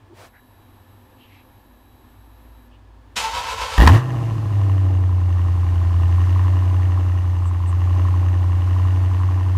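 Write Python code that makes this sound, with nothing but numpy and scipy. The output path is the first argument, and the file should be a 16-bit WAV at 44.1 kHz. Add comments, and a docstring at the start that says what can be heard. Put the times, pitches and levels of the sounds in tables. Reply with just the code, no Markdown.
"""A V8 car starts from cold, heard from just behind its tail. Over a quiet hum the electrics wake with a
swish and a thin whine, and a low drone swells. The starter clacks in and its gears grind through five
compressions. The first rich firings bang down the pipes and overload the microphone. Then the revs flare
and sink to a booming fast idle, whose strong cylinders rasp once every engine cycle."""
import sys
import numpy as np
from scipy import signal
from scipy.fft import rfft, irfft
from scipy.io import wavfile
from scipy.ndimage import uniform_filter1d

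SR = 44100
rng = np.random.default_rng(int(sys.argv[2]) if len(sys.argv) > 2 else 0)


def file_out(sig):
    """Save sig as 16-bit WAV at sys.argv[1]."""
    # one column per channel
    cols = np.atleast_2d(sig).T
    # limit, then scale
    lim = np.clip(cols, -1, 1)
    pcm = np.round(lim * 32767).astype(np.int16)
    wavfile.write(sys.argv[1], SR, pcm)


N = 422037
T = np.arange(N) / SR


def undb(db):
    """Decibels to gain."""
    return 10 ** (np.asarray(db) / 20)


def unit(x):
    """Scale to rms 1."""
    return x / np.sqrt(np.mean(x ** 2))


def noise():
    """White noise."""
    return rng.standard_normal(N)


def curves(rows):
    """Each column of a table, joined by straight lines in time."""
    s, *columns = np.transpose(rows)
    return [np.interp(T, s, c) for c in columns]


def drift(rate):
    """A random wander of rms 1, with `rate` new values a second."""
    return unit(np.interp(T * rate, np.arange(4000), rng.standard_normal(4000)))


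def swells(rows):
    """Smooth rises and dips of level in dB, summed."""
    return sum(db * np.exp(-((T - s) / half) ** 2) for s, half, db in rows)


def burst(s, rise, decay):
    """Envelope of a blow."""
    age = np.maximum(T - s, 0)
    return (1 - np.exp(-age / rise)) * np.exp(-age / decay)


def gate(start, attack, end, release):
    """Straight attack, hold, exponential release."""
    return np.clip((T - start) / attack, 0, 1) * np.exp(-np.maximum(T - end, 0) / release)


def tone(hz):
    """A sine that follows a pitch curve."""
    return np.sin(2 * np.pi * np.cumsum(hz) / SR)


def ring(x, hz, width_hz):
    """One resonance, gain 1 at its centre."""
    return signal.lfilter(*signal.iirpeak(hz, hz / width_hz, SR), x)


def steep(x, modes):
    """Resonances passed twice, with dark valleys between them."""
    return sum(undb(db) * ring(ring(x, hz, width), hz, width) for hz, width, db in modes)


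def band(hz, width_hz):
    """A steep band of noise, rms 1."""
    return unit(ring(ring(noise(), hz, width_hz), hz, width_hz))


def highpass(x, hz):
    """Steep bass cut."""
    return signal.sosfilt(signal.butter(4, hz, "high", fs=SR, output="sos"), x)


def colour(x, points, size=2048):
    """Minimum-phase EQ through (Hz, dB) points; white noise keeps its level."""
    hz, db = np.transpose(points)
    f = np.maximum(np.arange(size // 2 + 1) * SR / size, 1)
    bass_rolloff = 1 + (hz[0] / f / 2) ** 2
    gain = unit(undb(np.interp(np.log(f), np.log(hz), db)) / bass_rolloff)
    cepstrum = irfft(np.log(gain))
    cepstrum[1:size // 2] *= 2
    cepstrum[size // 2 + 1:] = 0
    return signal.fftconvolve(x, irfft(np.exp(rfft(cepstrum))))[:N]


def walls(x, t60, wet_db):
    """Scattered echoes from the ground and nearby walls."""
    age = T[:SR // 2]
    tail = rng.standard_normal(len(age)) * np.exp(-np.log(1000) * age / t60) * (age > .004)
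    return x + undb(wet_db) * signal.fftconvolve(x, tail / np.sqrt(np.sum(tail ** 2)))[:N]


# The dark bed of air. Each row: frequency in Hz, relative level in dB.
AIR_EQ = [(60, -1.5), (114, 0), (171, -17.5), (250, -1.5), (500, -16.5), (930, -9.5), (1550, -22),
          (1730, -14.5), (1900, -24), (3200, -26), (6000, -36.5), (14000, -42)]
# Background hums. Each row: centre in Hz, filter width in Hz, level in dB.
HUMS = [(96.2, 13, -55), (109.3, 9.3, -70.5), (245.2, 6.6, -65), (517, 11, -68.5)]
# The swell of the low drone. Each row: time in seconds, level in dB.
DRONE_SWELL = [(1.2, -64), (2.0, -52.5), (2.4, -46), (3.2, -49.5)]
# Scuffs and ticks. Each row: start and length in seconds, centre and filter width in Hz, level in dB.
SCUFFS = [(0.09, 0.058, 352, 60, -47.5), (0.322, 0.088, 1750, 510, -52.5), (1.174, 0.11, 2880, 910, -55),
          (1.253, 0.19, 2440, 1490, -55.5), (2.705, 0.075, 2860, 795, -61),
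          (7.448, 0.056, 7840, 1220, -52.5), (7.662, 0.059, 8200, 1800, -51.5)]


def surroundings():
    """Still air, steady hums, a swelling drone and a few faint scuffs and ticks."""
    bed = undb(-53 + 0.78 * drift(5.28)) * colour(noise(), AIR_EQ)
    for hz, width, db in HUMS:
        bed += undb(db) * band(hz, width)
    drone = unit(tone(53.3 + 1.75 * drift(2.1)) * undb(2 * drift(9.9)))
    bed += undb(curves(DRONE_SWELL)[0]) * drone
    for s, length, hz, width, db in SCUFFS:
        bed += undb(db) * band(hz, width) * np.sin(np.pi * np.clip((T - s) / length, 0, 1))
    return bed


# The soft opening swish. Each row: frequency in Hz, relative level in dB.
SWISH_EQ = [(300, 0), (750, 5), (1200, -1), (15000, -22.5)]
# The thin whine of the electrics. Each row: pitch in Hz, relative level in dB.
WHINE_TONES = [(3903, -68), (7850, -76.5), (11192, -75), (11531, -68), (11951, -97), (12161, -85),
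               (13114, -79)]


def electrics():
    """The electrics wake: a short swish, then a wavering whine that stops before cranking."""
    swish = undb(-45) * colour(noise(), SWISH_EQ) * np.interp(T, [.13, .2, .255, .3], [0, 1, 1, 0])
    whine = sum(np.sqrt(2) * undb(db - 6 + 1.9 * drift(23.5)) * tone(hz + 9 * drift(150))
                for hz, db in WHINE_TONES)
    hiss = undb(-68.5) * band(12040, 2200)
    return swish + (whine + hiss) * np.interp(T, [.22, .28, 2.66, 2.7], [0, 1, 1, 0])


# The starter's surge over each compression. Each row: time in seconds, boost in dB.
COMPRESSIONS = [(3.247, 4.5), (3.367, 6.5), (3.506, 5.5), (3.627, 6), (3.733, 5)]
# The grind of the gear teeth. Each row: frequency in Hz, relative level in dB.
GRIND_EQ = [(200, -31), (380, -26), (460, -8), (640, -15), (900, -5.5), (1050, 2), (1380, -24), (1560, -17),
            (1850, -14), (3050, -13), (6500, -22.5), (15000, -44)]
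# The ring of starter and bell housing. Each row: centre in Hz, width in Hz, relative level in dB.
HOUSING_MODES = [(905, 16, -2.5), (1300, 49, -3), (1520, 170, -11), (2194, 26, -13.5), (2590, 51, -13.5),
                 (2980, 32, -18), (4270, 23, -15)]
# The clack of the pinion. Each row: frequency in Hz, relative level in dB.
CLACK_EQ = [(150, -11.5), (300, -17), (900, -8.5), (2200, -3.5), (7200, -12), (15000, -31)]


def starter():
    """The pinion slams in; its teeth grind on the ring gear, labouring at each compression."""
    start_s, end_s, sag_db_per_s = 3.16, 3.935, 1
    age = np.clip(T, start_s, end_s) - start_s
    surge_db = swells([(s, .04, db) for s, db in COMPRESSIONS])
    level_db = -30 + surge_db - sag_db_per_s * age
    mesh_hz = 804 + 420 * age + 14 * surge_db  # rises with speed, swings with each compression
    teeth = np.cumsum(mesh_hz * (1 + .025 * drift(200))) / SR
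    scrape = noise() * unit(np.exp(-(teeth % 1) / 0.47) * undb(1.35 * drift(250)))
    housing = sum(undb(db) * ring(scrape, hz, width) for hz, width, db in HOUSING_MODES)
    # the gears sing loudest while they drag the cold engine up to speed
    whine_db = np.interp(T, [3.18, 3.24, 3.39, 3.52], [-14, -3, -3, -11])
    whine = np.sin(2 * np.pi * teeth) * undb(whine_db + 3 * drift(70))
    gears = undb(-4) * colour(scrape, GRIND_EQ) + undb(-9.5) * unit(housing) + whine
    chuff = band(61.5, 28) * np.interp(T, [3.28, 3.33], [.3, 1])  # unfired air leaves the tailpipes
    slam = np.interp(T, [3.154, 3.168], [0, 1]) ** 2 * burst(3.154, rise=0.0016, decay=0.043)
    clack = undb(-18.5) * colour(noise() * slam, CLACK_EQ)
    turning = undb(level_db) * gate(start_s, attack=.015, end=end_s, release=.033)
    return walls((gears + undb(-14.5) * chuff) * turning + clack, t60=0.21, wet_db=-3.5)


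# The first bangs. Each row: start in seconds, relative level in dB, decay in seconds.
BANGS = [(3.779, -9.5, 0.0042), (3.798, -10.5, 0.016), (3.820, -4, 0.0046), (3.832, -19, 0.0026),
         (3.864, -7, 0.0039), (3.8733, 6.5, 0.0033), (3.889, -14, 0.0023), (3.946, -24.5, 0.036)]
# Their bass-heavy bark. Each row: frequency in Hz, relative level in dB.
BANG_EQ = [(120, 6.5), (300, -6), (520, -15.5), (1050, -2.5), (1450, -11.5), (1850, -2.5), (2300, -25.5),
           (2900, -16.5), (5000, -32), (14000, -38.5)]


def first_firings():
    """Rich mixture bangs down the cold pipes."""
    blows = sum(undb(db) * burst(s, 0.00053, decay) for s, db, decay in BANGS)
    bangs = undb(4) * colour(noise() * blows, BANG_EQ)
    return walls(bangs, t60=.25, wet_db=-14)


# The hunting idle. Each row: time in seconds, firings per second, relative load in dB.
IDLE_HUNT = [(5.55, 86.51, -16.8), (6.05, 86.1, -15.1), (6.4, 91.42, -13.6), (6.9, 90.58, -15.1),
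             (7.62, 88.0, -18.8), (8.0, 90.19, -14.1), (8.55, 89.39, -16.1), (8.85, 91.44, -14.5),
             (9.5, 91.63, -16.3)]
# The throttle shuts as the revs sink, then opens to catch them.
# Each row: centre in seconds, half length in seconds, change of load in dB.
THROTTLE = [(4.42, 0.12, -4.5), (4.68, 0.42, 4)]
CATCH_S, CATCH_HZ, PEAK_HZ = 3.776, 55, 127  # when the engine catches; first and highest firing rate
IDLE_HZ, IDLE_LOAD_DB = 90, -15.5


def revs():
    """The revs flare, sink and hunt: firing rate in Hz, load in dB and the idle's pull in Hz a second."""
    sink_s, settle_s = 4.085, .45
    idle_hz, idle_db = curves(IDLE_HUNT)
    climb_hz = np.interp(T, [3.815, 4.008], [CATCH_HZ, PEAK_HZ])
    hz = idle_hz + (climb_hz - idle_hz) * np.exp(-np.maximum(T - sink_s, 0) / settle_s)
    load_db = idle_db - IDLE_LOAD_DB + swells(THROTTLE)
    pull = uniform_filter1d(np.gradient(idle_hz) * SR, int(.3 * SR))
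    return hz, load_db, pull


def drive(hz, load_db, rich_db, idle_db, per_load, per_octave):
    """Level of an exhaust layer in dB: loud while the mixture is rich, then following load and speed."""
    hold_s, release_s = 0.17, 0.065
    running_db = idle_db + per_load * load_db + per_octave * np.log2(hz / IDLE_HZ)
    calm = np.clip((T - CATCH_S - hold_s) / release_s, 0, 1)
    return rich_db + calm * (running_db - rich_db)


# The cylinders' voices in firing order, levels relative.
# Each row: thud in dB, thud delay in firing periods, pipe ring in dB, crack in dB.
CYLINDERS = [(4.5, 0.02, 12.5, 11), (2.5, 0.098, 3, -17.5), (-7.5, 0.12, -32, 9.5), (8, 0.13, 3, 0.5),
             (-6.5, 0.032, -3, 4), (1.5, 0.099, 13, -17.5), (10, 0.1, 6.5, 4), (-15.5, 0.017, 3, 9)]
# Tailpipe resonances: low thud, middle ring, high crack.
# Each row: centre in Hz, filter width in Hz, relative level in dB.
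THUD_MODES = [(289.8, 32.6, 7), (321, 48.7, 4), (464.3, 22.4, -2.5), (574, 19, -2), (672, 31, -2),
              (799, 58, -4)]
RING_MODES = [(1055, 235, 0)]
CRACK_MODES = [(1820, 260, 0), (2830, 360, -4), (6160, 260, -15)]
# The hiss of flowing gas. Each row: frequency in Hz, relative level in dB.
GAS_EQ = [(380, -19), (525, -18.5), (620, -10), (870, -3), (1300, -10.5), (2100, -15.5), (3300, -22),
          (4800, -26), (6200, -27.5), (10000, -33.5), (15000, -36.5)]


def valve_pulses(firings):
    """Each valve sends its cylinder's pulse down the pipes: returns a low thud and a bright rasp."""
    valves = firings + 0.0973  # the valve opens just ahead of the boom
    index, phase = valves.astype(int), valves % 1
    thud_db, delay, ring_db, crack_db = np.array(CYLINDERS)[index % len(CYLINDERS)].T
    scatter_db = (rng.standard_normal((2000, 3)) * [1.5, 1.7, 1.4])[index].T
    # header pipes of unequal length bring the thuds out unevenly
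    late_pulses = np.diff(np.floor(valves - delay), prepend=0)
    thud = highpass(steep(late_pulses * undb(thud_db + scatter_db[0]), THUD_MODES), 180)
    # a short rush of gas after each pulse makes the higher resonances ragged
    blast = unit(np.diff(index, prepend=0)) + unit(noise() * np.exp(-phase / .22))
    pipe_ring = steep(blast * undb(ring_db + scatter_db[1]), RING_MODES)
    crack = steep(blast * undb(crack_db + scatter_db[2]), CRACK_MODES)
    gas = colour(noise() * (1 + .5 * np.exp(-phase / 1.2)), GAS_EQ)
    rasp = undb(-.5) * unit(pipe_ring) + undb(-9.5) * unit(crack) + undb(-4.5) * unit(gas)
    return unit(thud), walls(rasp, t60=.25, wet_db=-9.5)


# The lope of two unevenly firing banks. Each row: harmonic of the engine cycle, relative level in dB.
LOPE_HARMONICS = [(4, -2), (5, -18.5), (6, 4), (7, 5.5), (9, 7), (10, 4.5), (11, 1), (14, -10), (15, -7),
                  (16, -9.5)]
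# Stumbles that deepen the lope. Each row: centre in seconds, half length in seconds, boost in dB.
STUMBLES = [(4.36, 0.29, 8), (5.8, .4, 5)]
# How hard each layer is driven.
# Each row: gain in dB while rich, gain in dB at idle, dB per dB of load, dB per octave of speed.
BOOM_DRIVE = (-5.5, -15.5, 1, -14)
LOPE_DRIVE = (-22, -43, 0.16, -1.5)
THUD_DRIVE = (-21.5, -41, 0.87, 9.5)
RASP_DRIVE = (-17, -39.5, 0.83, 12)


def exhaust():
    """Eight unequal cylinders: a boom at the firing rate, a lope around it, a thud and rasp per firing."""
    hz, load_db, pull = revs()
    boom_db = drive(hz, load_db, *BOOM_DRIVE)
    lope_db = drive(hz, load_db, *LOPE_DRIVE) + swells(STUMBLES)
    thud_db = drive(hz, load_db, *THUD_DRIVE)
    # the rasp comes up as the pipes warm, and while the idle control pulls the revs up
    cold = (1 - np.tanh((T - 5.27) / 0.12)) / 2
    rasp_db = drive(hz, load_db, *RASP_DRIVE) + 0.1 * pull - 4 * cold
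    firings = np.cumsum(hz * (T > CATCH_S)) / SR
    cycles = firings / len(CYLINDERS)
    boom = np.sqrt(2) * np.sin(2 * np.pi * firings) * undb(boom_db + 0.5 * drift(22))
    lope = sum(undb(db + 2 * drift(9)) * np.sin(2 * np.pi * (k * cycles + rng.random() + .059 * drift(6)))
               for k, db in LOPE_HARMONICS)
    lope += unit(highpass(ring(noise(), 87, 55), 32))  # rumble between the harmonics
    thud, rasp = valve_pulses(firings)
    running = np.clip((T - CATCH_S) / 0.016, 0, 1)
    return running * (boom + lope * undb(lope_db) + thud * undb(thud_db) + rasp * undb(rasp_db))


def scene():
    """Everything at the microphone, in mono."""
    return (exhaust() + first_firings() + starter() + electrics() + surroundings())[None]


def record(dry):
    """The microphone flattens the loudest peaks; the top is cut."""
    ceiling, top_hz = .7, 15400
    clipped = dry / (1 + (dry / ceiling) ** 4) ** (1 / 4)
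    return signal.sosfilt(signal.ellip(8, .2, 70, top_hz, fs=SR, output="sos"), clipped)


dry = scene()
out = record(dry)
file_out(out)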